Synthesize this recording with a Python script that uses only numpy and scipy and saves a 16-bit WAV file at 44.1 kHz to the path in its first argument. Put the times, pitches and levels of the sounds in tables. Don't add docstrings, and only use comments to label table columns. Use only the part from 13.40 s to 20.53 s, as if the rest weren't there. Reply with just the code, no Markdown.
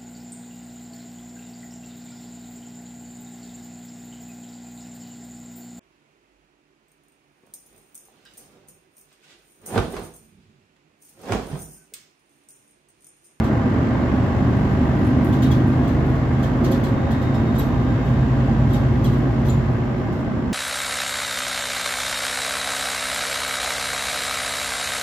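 import sys
import numpy as np
from scipy import signal
from scipy.fft import rfft, irfft
from scipy.io import wavfile
from scipy.ndimage import uniform_filter1d

SR = 44100
rng = np.random.default_rng(int(sys.argv[2]) if len(sys.argv) > 2 else 0)


def gain_from_db(level_db):
    decades = np.asarray(level_db, float) / 20
    return 10 ** decades


def to_wav(sig):
    pcm = np.clip(np.atleast_2d(sig), -1, 1) * 32767
    pcm = np.round(pcm).astype(np.int16)
    wavfile.write(sys.argv[1], SR, pcm.T)


N = 314433
TIME = np.arange(N) / SR
BINS = np.fft.rfftfreq(N, 1 / SR) + 1e-3

# start_s, firing_hz
ENGINE_SPEED = [(0, 46.67), (1.8, 50.62), (3.6, 54.62), (4.2, 55.27), (5.8, 56.8), (7.13, 56.38)]
# start_s, throttle (0 = released, 1 = steady pull, slightly more when pressed harder)
THROTTLE_MOVES = [(0, 0.95), (3.5, 1.033), (4.8, 0.98), (5.5, 0.97), (6.28, 0.88), (6.5, 0.47), (7.13, 0)]
# multiple of the engine cycle, level_db, gain_db_per_hz of firing rate
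ENGINE_MULTIPLES = [(6, -34, -.6), (9, -42, -.8), (10, -39.5, .6), (11, -48, 3), (12, -35.5, -.6),
                    (13, -44.5, .6), (14, -49, .1), (15, -50, -2.7), (16, -57.5, -.1), (18, -41.5, 1.5),
                    (20, -45, -.6), (24, -33.5, .6), (26, -44.5, -1.1), (27, -45, -2.3), (28, -49, -1.2),
                    (30, -47, -.6), (32, -55.5, -1.7), (36, -41, .6), (42, -36.5, -.8), (48, -49, -1.2)]
# mode_hz, width_hz, level_db
FLOOR_MODES = [(59, 6, 11.5), (77, 10, 8.5), (115.5, 8.5, 9), (133.2, 8.5, 28), (154, 12, 4.5),
               (197, 15, 1), (255.5, 28, 15), (304.5, 20, 10.5)]
# start_s, firing_tone_db, boom_db (also the other engine multiples), rumble_db, hiss_db (and air)
SLOW_SWELLS = [(0, 0, -1, -2, -1), (.9, -1, 0.5, 0.5, 0.5), (1.7, -1, 0, 2, 1), (2.2, 1, 3, -1, 0),
               (2.8, 6, -1.5, -2, -.5), (3.3, 3, -1, 0.5, -0.5), (3.7, -12, -1.5, 0, -0.5),
               (4.1, -1, 0.5, -0.5, 0), (4.5, 0, -1, 1, 0.5), (5.3, 2, 0.5, 0, 1), (5.8, 0.5, -1, 0.5, 0.5),
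               (6.3, 0.5, -0.5, -1, -0.5), (7.13, 1, -1.5, 3, -0.5)]
# frequency_hz, level_db (per Hz)
ROAD_SHAPE = [(15, -53), (25, -20.5), (113, -1.5), (136, -2.5), (180, -6.5), (246, 1.5), (446, -22),
              (806, -26), (1170, -28.5), (1340, -29.5), (1580, -31), (7330, -59), (9090, -68.5),
              (12600, -62), (15600, -70)]
# mode_hz, width_hz, level_db above the noise
CABIN_MODES = [(71.4, 17, 6.5), (117, 51, -7.5), (240, 58, -8.5), (381.7, 57, 7.5), (541, 70, 5),
               (665, 34, 5), (804, 52, 8), (1340, 56, -1.5), (1517, 24, -2.5), (1903, 59, 4.5),
               (2143, 48, 7)]
# mode_hz, width_hz, level_db above the noise
PANEL_MODES = [(626, 22, 6), (698, 14, 6), (945, 20, 4), (977, 22, 4), (1045, 18, 6), (1105, 36, 5.5),
               (1195, 30, 6), (1454, 16, 5), (1649, 16, 7), (1753, 20, 7.5), (1965, 25, 4)]
# frequency_hz, likeness of left and right (0-1)
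STEREO_LIKENESS = [(60, .96), (130, .93), (290, .89), (400, .87), (700, .72), (1100, .4), (1350, .08),
                   (1950, .3), (2600, .08), (15000, .08)]
# frequency_hz, left_minus_right_db
STEREO_LEAN = [(60, -4), (110, 2), (200, -3), (420, 3), (650, 1.5), (1050, -6.5), (1500, -2.5), (1900, 5),
               (3200, 5.5), (3900, 0), (5800, 4), (7500, 12), (9000, 2), (11500, -3.5), (15000, 0)]
ROAD_EDGES_HZ = [20, 180, 420, 2500, 8800, 16500]
# start_level_db, change_db_per_s, off_throttle_db, slow_swell_db
ROAD_LEVELS = [(-24.5, 0.24, -3.5, 0.84), (-22, -0.35, -4, 0.98), (-28.5, -0.46, -2, 0.21),
               (-47, -0.21, -2.5, 0.12), (-67, -0.02, -5, 0.5)]
# start_s, end_s, pitch_hz, width_hz, level_db ahead of flutter and panning
THIN_TONES = [(-.1, 2.4, 1572, 8, -47.5), (2.85, 5.6, 1577, 7, -49.5), (5.7, 7.2, 1557, 6, -51),
              (3.55, 4.25, 3715, 35, -57), (4.25, 4.85, 3704, 40, -59), (5.75, 7.2, 5410, 12, -68),
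              (3.015, 3.075, 1720, 60, -44), (3.69, 3.77, 1755, 50, -46), (3.935, 3.985, 5280, 300, -57),
              (3.2, 3.7, 540, 30, -39), (5.8, 7.2, 626, 5, -45), (5.3, 6.75, 358, 8, -36),
              (6.6, 7.2, 197, 5, -34.5)]
# start_s, level_db
TICK_LEVELS = [(0, -65), (1.2, -55.5), (1.5, -53), (1.9, -53.5), (2.3, -58), (4.3, -63.5), (6.2, -61.5),
               (7.13, -68.5)]
# start_s, scrape_db, squeal_db, ping_db, ping_hz
FITTING_CHIRPS = [(0.0344, -45, -60, -59, 3550), (1.924, -44.5, -59, -49, 3150),
                  (2.0203, -38, -50, -39, 3000), (2.1092, -40, -54, -33, 3290), (2.32, -55, -68, -58, 3300),
                  (2.43, -52, -68, -56, 3300), (2.4738, -46, -65, -49, 3010), (2.7452, -55, -62, -56, 3747),
                  (2.9914, -53.5, -61, -56, 3250), (3.027, -44, -71, -52, 3522),
                  (3.238, -41, -49, -43, 3134), (3.2420, -52, -51, -43, 4200),
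                  (3.3125, -39.5, -36, -43, 3300), (3.4341, -41.5, -46, -44, 3150),
                  (3.706, -45, -54.5, -48, 3300), (3.815, -48.5, -73, -49, 3730),
                  (3.94, -48, -77, -44, 3710), (4.1505, -47.5, -64, -49, 3700),
                  (4.1805, -46, -35.5, -40, 3920), (4.189, -51, -30.5, -42, 3780),
                  (4.198, -48, -55, -41, 3250), (4.655, -54.5, -62.5, -54, 3320),
                  (5.296, -50.5, -65.5, -52, 3490), (5.3288, -45, -41, -38, 3770),
                  (5.338, -49.5, -55.5, -47, 6100), (5.6394, -41.5, -39, -38, 3300),
                  (5.652, -51, -55.5, -40, 4020), (5.723, -50, -66.5, -50, 3993),
                  (6.047, -50, -65, -52, 4800), (6.06, -51, -50.5, -49, 5600),
                  (6.0804, -47.5, -41.5, -42, 4048), (6.0913, -47.5, -62, -33, 7130),
                  (6.575, -57, -70, -60, 3400), (6.72, -58, -70, -60, 3400),
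                  (6.78, -56.5, -70.5, -60, 3400)]
# multiple of the slip rate, level_db
SQUEAL_PARTIALS = [(1, -17.5), (2, -12.5), (3, 2.5), (4, -19)]
# mode_hz, width_hz, level_db
CLACK_MODES = [(3250, 710, -3), (3650, 610, -5.5), (4240, 590, -4.5), (6200, 330, -6)]
# start_s, level_db, t60_s
BODY_THUDS = [(1.074, -6.5, .095), (3.21, -12, .2), (3.232, -9, .15), (3.295, -8.5, .25), (3.372, -8, .12),
              (3.458, -9.5, .12), (5.864, -7.5, .094)]
# mode_hz, level_db
FLOOR_PAN_MODES = [(248, 0), (362, -9), (535, -15)]

MID_FIRING_HZ = 52
COAST_DB = -17.5
CHIRP_S, SQUEAL_S, PING_S = 0.015, 0.0064, 0.013
SQUEAL_HZ, SQUEAL_SPREAD_HZ = 11690, 70
SQUEAL_LAG_S = 0.0055
FAINT_CHIRPS, FAINT_DB = 10, -61
LEFT_LAG = 11
CABIN_T60_S = 0.31
TAIL_TOP_HZ = 11000


def unit(x):
    return x / np.sqrt(np.mean(x ** 2))


def over_hz(table, hz):
    points_hz, values = np.array(table).T
    return np.interp(np.log(hz), np.log(points_hz), values)


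def walk(rate):
    hold = int(SR / rate)
    steps = np.repeat(rng.standard_normal(N // hold + 1), hold)
    return 1.3 * uniform_filter1d(uniform_filter1d(steps, hold), hold)[:N]


def peaks(modes):
    return np.sqrt(sum(gain_from_db(2 * db) / (1 + (2 * (BINS - hz) / width) ** 2) for hz, width, db in modes))


def noise(gain):
    return unit(irfft(rfft(rng.standard_normal(N)) * gain, N))


def leaning(spectra):
    lean = gain_from_db(over_hz(STEREO_LEAN, BINS) / 2)
    return spectra * np.array([lean, 1 / lean])


def engine(cycles, firing_hz, throttle, swell_db, wander_db=1.6, phase_shake_rad=0.2):
    hum = 0
    for multiple, db, db_per_hz in ENGINE_MULTIPLES:
        hz = multiple * firing_hz / 6
        floor_gain = sum(gain_from_db(mode_db) / (1 + (2 * (hz - mode_hz) / width) ** 2)
                         for mode_hz, width, mode_db in FLOOR_MODES)
        level_db = db + db_per_hz * (firing_hz - MID_FIRING_HZ) + (1 - throttle) * COAST_DB
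        level_db = level_db + wander_db * walk(4.15)
        level_db = level_db + swell_db[0 if multiple == 6 else 1]
        phase = 2 * np.pi * (multiple * cycles + rng.random()) + phase_shake_rad * walk(6)
        hum = hum + floor_gain * gain_from_db(level_db) * np.sqrt(2) * np.sin(phase)
    return hum


def road(cycles, throttle, swell_db, throb=0.12):
    rung = np.sqrt(1 + peaks(CABIN_MODES + PANEL_MODES) ** 2) * gain_from_db(over_hz(ROAD_SHAPE, BINS))
    alike = np.clip(over_hz(STEREO_LIKENESS, BINS), 0, 1)
    mid = rfft(rng.standard_normal(N)) * rung * np.sqrt(1 + alike)
    side = rfft(rng.standard_normal(N)) * rung * np.sqrt(1 - alike)
    pair = leaning(np.array([mid + side, mid - side]))
    bands = []
    for low_hz, top_hz, levels in zip(ROAD_EDGES_HZ, ROAD_EDGES_HZ[1:], ROAD_LEVELS):
        db, change_db, coast_db, drift_db = levels
        band = unit(irfft(pair * ((BINS >= low_hz) & (BINS < top_hz)), N))
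        level_db = db + change_db * TIME + coast_db * (1 - throttle) + drift_db * walk(2.5)
        bands.append(band * gain_from_db(level_db))
    boom, rumble, roar, hiss, air = bands
    beat = 1 + throb * np.sin(2 * np.pi * 6 * cycles)
    upper = beat * (roar + gain_from_db(swell_db[3]) * (hiss + air))
    return boom * gain_from_db(swell_db[1]) + rumble * gain_from_db(swell_db[2]) + upper


def whines(lead_rad=1.2, flutter_db=1.5, flutter_db_per_hz=0.025):
    out = 0
    for start, end, hz, width, db in THIN_TONES:
        fade = np.clip(np.minimum(TIME - start, end - TIME) / 0.0088, 0, 1)
        phase = 2 * np.pi * np.cumsum(hz + width / 2 * walk(120)) / SR
        depth_db = flutter_db + flutter_db_per_hz * min(width, 50)
        level = gain_from_db(db + depth_db * walk(60)) * np.sqrt(2) * fade
        out = out + level * np.array([0.8 * np.sin(phase), 1.2 * np.sin(phase + lead_rad)])
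    return out


def ticks(cycles, scatter_db=5.1, decay_s=0.0017, weak_db=-4):
    beat = 6 * cycles + 0.15
    sizes = gain_from_db(scatter_db * rng.standard_normal(500) + weak_db * (np.arange(500) % 2))
    since_s = (beat % 1) / np.gradient(beat) / SR
    burst = noise(peaks([(10100, 3100, 0.5), (14000, 4000, -0.5)]) ** 2)
    tick = sizes[beat.astype(int)] * np.exp(-since_s / decay_s) * burst
    return tick * gain_from_db(np.interp(TIME, *np.transpose(TICK_LEVELS)))


def faint_chirps():
    moment, size, pitch = rng.random((FAINT_CHIRPS, 3)).T
    start_s = 0.02 + moment * (TIME[-1] - 0.1)
    db = FAINT_DB + 8 * (size - 0.5)
    return list(zip(start_s, db, db - 8, db + 6, 3000 + 800 * pitch))


def slip(since_s, length_s):
    u = since_s / length_s
    return 2.4 * u * np.exp(-u ** 2)


def chirps(shake=0.008, clack_db=-3, grain_db=2, sag=0.015, lead_s=0.003):
    scrape = noise(peaks([(3650, 6400, -1), (6860, 5000, -11), (11500, 1800, -3.5), (14800, 2900, -2.5)]) ** 2)
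    clack = noise(peaks(CLACK_MODES) ** 2)
    wobble = 1 + shake * walk(500)
    grain = gain_from_db(grain_db * walk(900) - 1.14)
    noisy, tonal = np.zeros((2, N))
    rows = FITTING_CHIRPS + faint_chirps()
    pitches = SQUEAL_HZ + SQUEAL_SPREAD_HZ * rng.standard_normal(len(rows))
    for squeal_hz, (s, scrape_db, squeal_db, ping_db, ping_hz) in zip(pitches, rows):
        span = slice(int((s - lead_s) * SR), int((s + 3 * CHIRP_S) * SR))
        since = TIME[span] - s + lead_s + 1 / SR
        turns = 2 * np.pi * np.cumsum(wobble[span] - sag * (since / CHIRP_S - 0.5)) / SR
        squeal = sum(gain_from_db(db) * np.sin(k * squeal_hz / 3 * turns) for k, db in SQUEAL_PARTIALS)
        ping = np.sin(ping_hz * turns) + 0.25 * np.sin(2 * ping_hz * turns)
        ping = ping * min(1, gain_from_db(scrape_db + 53))
        rub = gain_from_db(scrape_db - 2.5) * scrape[span] + gain_from_db(scrape_db + clack_db) * clack[span]
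        noisy[span] += slip(since, CHIRP_S) * grain[span] * rub
        tonal[span] += slip(since, SQUEAL_S) * gain_from_db(squeal_db) * squeal
        tonal[span] += slip(since, PING_S) * gain_from_db(ping_db) * ping
    return noisy, np.roll(tonal, int(SQUEAL_LAG_S * SR))


def cabin(x, wet_db):
    t = TIME[:SR // 2]
    tail = rng.standard_normal((2, len(t))) * np.exp(-np.log(1000) * t / CABIN_T60_S)
    tail = tail / np.sqrt(np.sum(tail ** 2, axis=1, keepdims=True))
    tail = signal.lfilter(*signal.butter(1, TAIL_TOP_HZ, fs=SR), tail)
    direct = np.array([gain_from_db(-4) * np.roll(x, LEFT_LAG), gain_from_db(-2) * x])
    return direct + gain_from_db(wet_db) * signal.fftconvolve(x[None], tail, axes=1)[:, :N]


def thuds(rise_s=0.009):
    out = 0
    for s, db, t60 in BODY_THUDS:
        t = np.maximum(TIME - s, 0)
        ring = sum(gain_from_db(mode_db) * np.sin(2 * np.pi * hz * t) for hz, mode_db in FLOOR_PAN_MODES)
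        out = out + gain_from_db(db) * (1 - np.exp(-t / rise_s)) * np.exp(-np.log(1000) * t / t60) * ring
    return out


def scene():
    firing_hz = np.interp(TIME, *np.transpose(ENGINE_SPEED))
    cycles = np.cumsum(firing_hz) / (6 * SR)
    throttle = np.interp(TIME, *np.transpose(THROTTLE_MOVES))
    swell_s, *swell_columns = np.array(SLOW_SWELLS).T
    swell_db = [np.interp(TIME, swell_s, column) for column in swell_columns]
    floor = engine(cycles, firing_hz, throttle, swell_db) + thuds()
    left, right = floor * gain_from_db(np.array([[0.7], [1.5]])) + road(cycles, throttle, swell_db)
    noisy, tonal = chirps()
    small = cabin(noisy + ticks(cycles), wet_db=5) + cabin(tonal, wet_db=-6.5)
    return np.array([left, np.roll(right, 2)]) + whines() + irfft(leaning(rfft(small)), N)


def band_limit(x):
    return signal.sosfilt(signal.butter(12, 15720, fs=SR, output="sos"), x)


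def record(dry):
    dip = 1 - 0.44 / (1 + ((BINS - 8900) / 350) ** 2)
    return band_limit(irfft(rfft(dry) * dip, N))


dry = scene()
out = record(dry)
to_wav(out)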